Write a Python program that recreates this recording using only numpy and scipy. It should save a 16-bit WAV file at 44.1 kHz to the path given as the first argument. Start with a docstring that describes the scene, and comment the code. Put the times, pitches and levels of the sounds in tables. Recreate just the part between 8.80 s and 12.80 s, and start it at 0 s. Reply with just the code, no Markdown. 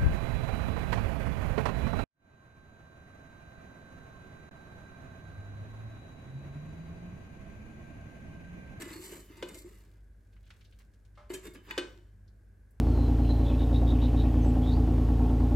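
"""A plastic spoon scoops fries out of an air fryer basket in two strokes, up close in a small kitchen.
Its edge sticks and slips over the grate, catches on the slots and knocks the metal wall, while the
loose grate rocks with hollow bumps. Oily fries crackle and, between the strokes, drop softly on a
dish, which taps the fryer's rim once. An appliance hums and whirs underneath."""
import sys
import numpy as np
from scipy import signal
from scipy.fft import rfft, irfft
from scipy.io import wavfile
from scipy.ndimage import uniform_filter1d

SR = 44100
rng = np.random.default_rng(int(sys.argv[2]) if len(sys.argv) > 2 else 0)


def int16_out(signal):
    """Quantize to a 16-bit WAV file."""
    q = np.round(np.clip(np.atleast_2d(signal).T, -1, 1) * 32767)
    wavfile.write(sys.argv[1], SR, q.astype(np.int16))


N = 176400

# Stereo width of noise, side against mid: freq_hz, side_db
STEREO_WIDTH = [(40, -19), (150, -9.5), (400, -8.5), (1000, -3), (3000, -7.5), (8000, -3.5), (16000, 4.5)]
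# Room tone: freq_hz, gain_db
AIR_EQ = [(22, -17), (32, -23), (45, -0.5), (78, 2.5), (120, -10), (200, -15), (260, -17.5), (400, -20),
          (630, -27), (1000, -34), (2000, -34.5), (3200, -47.5), (13000, -44.5), (16000, -57)]
# Mains hum of the appliance: pitch_hz, rms_db
HUM_PARTIALS = [(49.7, -58), (99.6, -65), (199.4, -77.5)]
# Colour of the kitchen reverb: freq_hz, gain_db
REVERB_EQ = [(60, -13.5), (300, -9), (1000, -6), (3000, -12), (8000, -10), (16000, -34)]
# Ceramic ring of the dish: pitch_hz, gain_db, t60_s
DISH_MODES = [(592.5, -7, .5), (824, -10, 0.45), (1040, -10, 0.27), (1200, -2.5, 0.087), (1310, -7, 0.44),
              (2120, -12.5, 0.23)]
# Dull tap of the dish on the rim: freq_hz, gain_db
DISH_TAP_EQ = [(200, -22), (600, -3.5), (1400, -5.5), (2500, -11.5), (5000, -10)]
# Oily fries crackle as they are lifted and tipped: time_s, level_db
CRACKLE_ENVELOPE = [(0, -86), (.7, -86), (1.0, -73), (1.35, -91.5), (1.7, -77), (2.05, -80.5), (2.3, -99),
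                    (4, -99)]
# Colour of the crackle: freq_hz, gain_db
CRACKLE_EQ = [(500, -14), (2000, -2), (5000, -3.5), (9000, -6), (12000, -6), (16000, -7.5)]
# Fries drop, shift and tick: start_s, level_db, centre_hz, spread_octaves, rise_s
FRY_PATS = [(1.528, -76, 2390, 1.1, 0.00045), (1.563, -70.5, 1630, 1.05, .0005),
            (1.634, -76, 3160, 0.54, 0.015), (1.662, -70, 2470, 1.1, 0.023),
            (1.704, -56.5, 1850, 1.28, 0.000074), (1.808, -66.5, 2640, 1.03, 0.0029),
            (1.846, -67.5, 3580, .75, 0.0038), (1.924, -69, 2790, 0.73, 0.00046),
            (1.987, -67, 4030, 3, 0.0013), (1.999, -67, 1730, 1.3, 0.0049), (2.1365, -76, 3460, 1.6, .0003),
            (2.25, -75, 3200, 1.6, .0005), (2.351, -74, 2500, 1.2, 0.0053),
            (3.478, -74.5, 4500, 0.48, 0.00034), (3.9073, -74.5, 11200, 0.59, 0.00016)]
# Low modes of the basket in its housing: pitch_hz, gain_db, t60_s
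BODY_MODES = [(194.6, -19, 0.12), (271, -8.5, 0.166), (322.7, -2, 0.12), (356, 1, 0.2), (437.4, 1, 0.053),
              (448, -24.5, 0.14), (510, -6.5, 0.065), (584.5, -12.5, 0.11), (625, -9, 0.057)]
# Ring of the grate in the bottom of the basket: pitch_hz, gain_db, t60_s
GRATE_MODES = [(615, -10, 0.074), (907, 1, 0.11), (1247, -13.5, 0.051), (1390, -10, 0.15),
               (1670, -1.5, 0.047), (2068, -1.5, 0.11), (2080, 2.5, 0.15), (2300, -10, 0.088),
               (2955, 1.5, 0.11), (3266, -9.5, 0.094), (3770, -8.5, 0.24), (4464, -3, .06)]
# Ring of the metal wall: pitch_hz, gain_db, t60_s
WALL_MODES = [(1011, -2.5, 0.17), (1050, -23, 0.26), (1520, -9.5, 0.36), (1551, 3, 0.1), (1872, -43, 0.51),
              (2245, -25.5, 0.19), (2499, -0.5, 0.18), (2906, 2, 0.09), (2990, 3.5, 0.17),
              (3476, 1.5, 0.12), (3716, -7, .2), (3775, -5.5, 0.12), (4255, -7.5, .25), (4730, -5.5, 0.13),
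              (5650, -25, 0.59), (6360, -10.5, 0.098), (7050, -7, 0.076), (8450, -13, 0.142)]
# Hollow bumps and a rising groan of the grate: start_s, level_db, pitch_hz, glide_hz_per_s, t60_s
GRATE_BUMPS = [(0, -46.5, 336, 0, 0.11), (0.033, -46, 293, 0, 0.042), (.059, -47, 343, 0, 0.071),
               (.108, -45.5, 314.6, 5, 0.32), (0.157, -45, 328, -2, 0.076), (0.192, -48, 358, 0, 0.085),
               (0.239, -51, 375, -7, 0.42), (0.323, -49, 405, 0, 0.059), (0.343, -47, 355, 0, 0.26),
               (.5, -52.5, 308, 0, 0.072), (0.576, -56.5, 338, 3, 0.1), (.626, -42.5, 519, 0, 0.037),
               (.846, -47, 334.5, 1100, 0.17), (2.502, -37.5, 359, 0, 0.079), (2.537, -38, 378.4, -1, 0.33),
               (2.654, -51, 431, 0, 0.081), (2.679, -46.5, 328, 0, 0.062), (2.761, -52, 303, -900, 0.033),
               (2.978, -42, 524, -2, .045), (3.167, -60.5, 348, 4, 0.14)]
# Spoon knocks the basket:
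# start_s, clack_db, clack_centre_hz, clack_spread_octaves, clack_t60_s, wall_db, grate_db, thump_db
SPOON_KNOCKS = [(0.6253, -45, 1390, 1.7, 0.062, -46.5, -57, -39),
                (2.5025, -55.5, 1420, 1, 0.055, -74, -52.5, -53),
                (2.9087, -39.5, 1900, 0.46, 0.027, -46, -68.5, -53),
                (2.9777, -36, 1860, 1.54, 0.069, -36, -54.5, -32),
                (2.988, -45.5, 1720, 1.1, 0.048, -50.5, -61.5, -46.5)]
# Spoon edge catches on a slot and slips: start_s, rasp_db, length_s, thump_db
SLOT_CATCHES = [(0.0198, -40.5, 0.0057, -54), (0.078, -55, .006, -62), (0.223, -55.5, 0.0059, -76),
                (0.569, -59, 0.011, -72), (0.6855, -48, 0.0083, -60.5), (0.744, -50, 0.01, -55),
                (2.536, -41.5, 0.017, -49), (2.652, -52, 0.0033, -53.5), (2.7473, -55.5, 0.0021, -58)]
# Envelopes of the two scraping strokes, one list each: time_s, hiss_db, rasp_db, judder_db
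STROKE_ENVELOPES = [
    [(0, -48, -49, -48.5), (.06, -60.5, -56.5, -52), (.14, -52.5, -52.5, -52), (.19, -57, -60.5, -57),
     (.25, -49.5, -61.5, -57.5), (.33, -53, -56, -47.5), (.4, -56, -63.5, -56), (.47, -74, -71.5, -72),
     (.51, -102, -63.5, -59), (.6, -70.5, -61, -60.5), (.72, -63, -63.5, -51.5), (.79, -53, -74, -56.5),
     (.85, -67.5, -68.5, -55), (.93, -69.5, -70.5, -63), (1.2, -97, -84.5, -76)],
    [(2.495, -66, -65.5, -70), (2.505, -56, -56, -52.5), (2.57, -57.5, -61, -51.5), (2.62, -70.5, -68, -74),
     (2.64, -56, -57.5, -60.5), (2.67, -52.5, -49.5, -55), (2.69, -64, -70, -55.5),
     (2.725, -78, -90, -69.5), (2.755, -82.5, -58.5, -52), (2.83, -86, -78, -73.5), (2.89, -73, -51.5, -53),
     (2.96, -72, -58, -55.5), (3.19, -84, -77, -63.5), (3.3, -95.5, -87, -72)],
]
# Colours of the friction (bright slip, treble hiss, mid rasp, low judder): freq_hz, gain_db
SLIP_EQ = [(200, -31), (900, -15), (2400, 7.5), (4200, 4.5), (5500, 2.5), (7800, 7.5), (12500, 2.5),
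           (15800, -3.5)]
HISS_EQ = [(400, -42), (2000, -7.5), (3500, -1), (5200, -3.5), (7800, 4), (9500, -7), (12000, 2.5),
           (15800, -6.5)]
RASP_EQ = [(200, -1), (580, -0.5), (720, -8), (900, -1), (1300, 7), (2200, 1.5), (3300, -1), (5000, -6),
           (12000, -25.5)]
JUDDER_EQ = [(60, -34.5), (170, -1), (240, -6), (310, -3), (410, 0.5), (520, -26.5), (800, -28.5),
             (4000, -53.5)]

GRAINS_PER_S, GRAIN_T60_S = 4900, 0.0052  # stick-slip of plastic on the grate
TIME = np.arange(N) / SR
SIDE = np.array([[1], [-1]])  # left plus, right minus


def undb(db):
    """Decibels to gain."""
    return 10 ** (np.asarray(db) / 20)


def unit(x):
    """Scale a response to unit energy, averaged over the channels."""
    return x / np.sqrt(np.mean(np.sum(x ** 2, axis=-1)))


def fade(t, t60):
    """Exponential decay, 60 dB down at t60."""
    return np.exp(-np.log(1000) * t / t60)


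def envelope(table, column=1):
    """Gain along one dB column of a timed table, silent outside it."""
    rows = np.array(table, float)
    return undb(np.interp(TIME, rows[:, 0], rows[:, column], left=-200, right=-200))


def colour(x, eq):
    """Minimum-phase EQ through (freq_hz, gain_db) points."""
    size = 8192
    hz, db = np.array(eq, float).T
    bin_db = np.interp(np.log(np.fft.rfftfreq(size, 1 / SR) + 1), np.log(hz), db)
    cepstrum = irfft(np.log(undb(bin_db)))
    cepstrum[1:size // 2] *= 2
    cepstrum[size // 2 + 1:] = 0
    impulse = irfft(np.exp(rfft(cepstrum)))
    return signal.fftconvolve(x, impulse[None], axes=-1)[:, :x.shape[-1]]


def bell_eq(centre_hz, octaves, floor_db=-30):
    """EQ points of a bell standing on a flat floor."""
    hz = np.geomspace(20, SR / 2, num=240)
    bell = np.exp(-(np.log2(hz / centre_hz) / octaves) ** 2)
    return np.c_[hz, 20 * np.log10(bell + undb(floor_db))]


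def noise(n):
    """Stereo noise, narrow in the bass and wide in the treble."""
    mid, side = rng.standard_normal((2, 1, n))
    hz, side_db = np.array(STEREO_WIDTH, float).T
    total_db = 10 * np.log10(1 + undb(side_db) ** 2)
    return colour(mid, np.c_[hz, -total_db]) + SIDE * colour(side, np.c_[hz, side_db - total_db])


def grains(per_s, scatter_db):
    """Random tiny impulses of uneven size, rms 1."""
    chance, size, sign = rng.random(N), rng.exponential(size=N), rng.choice([-1, 1], N)
    clicks = (chance < per_s / SR) * sign * undb(scatter_db * np.minimum(size, 4))
    return clicks / np.sqrt(np.mean(clicks ** 2))


def burst(eq, t60, rise_s=.0001):
    """Many close, quickly damped resonances: decaying noise, flattened and then coloured."""
    t = TIME[:SR // 5]
    spectrum = rfft(noise(len(t)) * fade(t, t60) * (1 - np.exp(-t / rise_s)))
    local_power = uniform_filter1d(abs(spectrum) ** 2, size=160)
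    flat = irfft(spectrum / np.sqrt(local_power + 1e-12))
    return unit(colour(flat, eq))


def modes(table, pan_db=0, scatter_db=0, detune=0):
    """Ring of an object; scatter and detune stand for the point and pressure of contact."""
    t = TIME[:SR // 2]
    out = 0
    for k, (hz, db, t60) in enumerate(table):
        weight, shift = rng.standard_normal(2)
        stereo_phase = 0.18 * np.sqrt(hz / 1000) * rng.choice([-1, 1]) * SIDE
        gain = (-1) ** k * undb(db + scatter_db * weight)  # neighbours swing against each other
        tone = np.sin(2 * np.pi * hz * (1 + detune * shift) * t + stereo_phase)
        out = out + gain * fade(t, t60) * tone
    return unit(out) * undb(SIDE * pan_db / 2)


def drive(force, response):
    """Play a force through a stereo response."""
    return signal.fftconvolve(np.atleast_2d(force), response, axes=-1)[:, :N]


def add_hit(out, start_s, db, response):
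    """Mix in one hit; db is the level of a unit-energy response spread over 20 ms."""
    i = max(int(start_s * SR), 0)
    out[:, i:i + response.shape[-1]] += undb(db) * np.sqrt(SR * .02) * response[:, :N - i]


def noise_bed(eq, rms_db):
    """Steady coloured noise, for room tone or whir."""
    settled = colour(noise(N + SR // 4), eq)[:, -N:]
    return undb(rms_db) * np.sqrt(N) * unit(settled)


def appliance(waver_db=2.2):
    """A narrow whir over mains hum whose partials waver slowly in level."""
    out = noise_bed(bell_eq(centre_hz=1584, octaves=.13), rms_db=-81)
    for hz, db in HUM_PARTIALS:
        waver = signal.resample(rng.standard_normal(size=24), N)
        tone = np.sin(2 * np.pi * (hz * TIME + rng.random()))
        out += np.sqrt(2) * undb(db + waver_db * waver) * tone
    return out


def kitchen(direct, low_t60_s=0.33, treble_t60_s=0.32, onset_s=0.018):
    """The small room adds a short diffuse tail that dies a touch sooner in the treble."""
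    t = TIME[:SR]
    wash = noise(SR) * (1 - np.exp(-(t / onset_s) ** 2))
    low = signal.sosfilt(signal.butter(1, 1500, fs=SR, output="sos"), wash)
    tail = unit(low * fade(t, low_t60_s) + (wash - low) * fade(t, treble_t60_s))
    return direct + drive(direct, colour(tail, REVERB_EQ))


def dish_tap(start_s=2.373, ring_db=-53, tap_db=-51, ring_rise_s=0.0024, cutoff_hz=2830):
    """The dish touches the rim: a dull tap and a faint ring; the soft contact leaves out the treble."""
    out = np.zeros((2, N))
    attack = 1 - np.exp(-TIME[:SR // 2] / ring_rise_s)
    add_hit(out, start_s, ring_db, modes(DISH_MODES) * attack)
    add_hit(out, start_s, tap_db, burst(DISH_TAP_EQ, t60=0.41, rise_s=0.0019))
    return signal.sosfilt(signal.butter(2, cutoff_hz, fs=SR, output="sos"), out)


def fries():
    """Fries land and shift with soft damped pats over a faint oily crackle."""
    crackle = grains(per_s=190, scatter_db=3) * envelope(CRACKLE_ENVELOPE)
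    out = drive(crackle, burst(CRACKLE_EQ, t60=0.02, rise_s=0.00051))
    for start, db, hz, octaves, rise in FRY_PATS:
        add_hit(out, start, db, burst(bell_eq(hz, octaves), t60=0.087, rise_s=rise))
    return out


def grate_bumps(rise_s=0.0022, stereo_rad=.25):
    """The loose grate rocks under the spoon with hollow notes, some of them gliding."""
    out, t = np.zeros((2, N)), TIME[:SR // 3]
    for start, db, hz, glide, t60 in GRATE_BUMPS:
        note = np.sin(2 * np.pi * (hz * t + glide * t ** 2 / 2) + stereo_rad * SIDE)
        add_hit(out, start, db, unit(note * fade(t, t60) * (1 - np.exp(-t / rise_s))))
    return out


def grate_ring(force, spots=32):
    """The grate rings differently at each spot that the spoon passes."""
    out = np.zeros((2, N + SR))
    edges = np.linspace(0, N, spots + 1).astype(int)
    for start, end in zip(edges, edges[1:]):
        if abs(force[start:end]).max() > 1e-5:
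            ring = drive(force[start:end], modes(GRATE_MODES, scatter_db=10.5, detune=.025))
            out[:, start:start + ring.shape[-1]] += ring
    return out[:, :N]


def spoon_knocks(body, wall):
    """A plastic clack, the ring of wall and grate, and the thump of the whole basket."""
    out = np.zeros((2, N))
    for start, clack_db, hz, octaves, t60, wall_db, grate_db, thump_db in SPOON_KNOCKS:
        add_hit(out, start, clack_db, burst(bell_eq(hz, octaves), t60, rise_s=0.00022))
        add_hit(out, start, wall_db, wall)
        add_hit(out, start, grate_db, modes(GRATE_MODES))
        add_hit(out, start, thump_db, body)
    return out


def spoon_catches(body, grate_db=-3):
    """The edge lets go of a slot with a bright spray of grains, a ring and a small thump."""
    thumps, force = np.zeros((2, N)), np.zeros(N)
    for start, rasp_db, length, thump_db in SLOT_CATCHES:
        force += undb(rasp_db) * (TIME >= start) * np.exp(-((TIME - start) / length) ** 2 / 2)
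        add_hit(thumps, start, thump_db, body)
    slip = force * grains(GRAINS_PER_S, scatter_db=3)
    return thumps + drive(slip, burst(SLIP_EQ, GRAIN_T60_S)) + undb(grate_db) * grate_ring(slip)


def spoon_scrapes(body, grit_per_s=200, grit_db=2, grate_db=-4.5, body_db=-4.5, rumble_db=-2.5):
    """Gritty clusters of stick-slip grains hiss, rasp and ring the grate; judder shakes the basket."""
    hiss, rasp, judder = (sum(envelope(stroke, column) for stroke in STROKE_ENVELOPES)
                          for column in (1, 2, 3))
    grit = undb(grit_db * np.interp(TIME * grit_per_s, np.arange(N), rng.standard_normal(N)))
    friction = grains(GRAINS_PER_S, scatter_db=1) * grit / np.sqrt(np.mean(grit ** 2))
    shake = judder * grains(per_s=260, scatter_db=0.5)
    impulse = np.eye(1, SR // 4)
    rumble = unit(colour(impulse, JUDDER_EQ))
    return (drive(friction * hiss, burst(HISS_EQ, GRAIN_T60_S))
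            + drive(friction * rasp, burst(RASP_EQ, GRAIN_T60_S))
            + undb(grate_db) * grate_ring(friction * rasp)
            + undb(body_db) * drive(shake, body)
            + undb(rumble_db) * drive(shake, rumble))


def scene():
    """Spoon, basket, fries and dish in the kitchen, over room tone and hum."""
    body, wall = modes(BODY_MODES), modes(WALL_MODES, pan_db=4)
    spoon = spoon_scrapes(body) + spoon_catches(body) + spoon_knocks(body, wall)
    foley = spoon + grate_bumps() + fries() + dish_tap()
    return kitchen(foley) + noise_bed(AIR_EQ, rms_db=-61) + appliance()


def record(dry):
    """A steep low-pass trims the very top."""
    cutoff_hz = 16200
    return signal.sosfilt(signal.ellip(10, .2, 80, cutoff_hz, fs=SR, output="sos"), dry)


dry = scene()
out = record(dry)
int16_out(out)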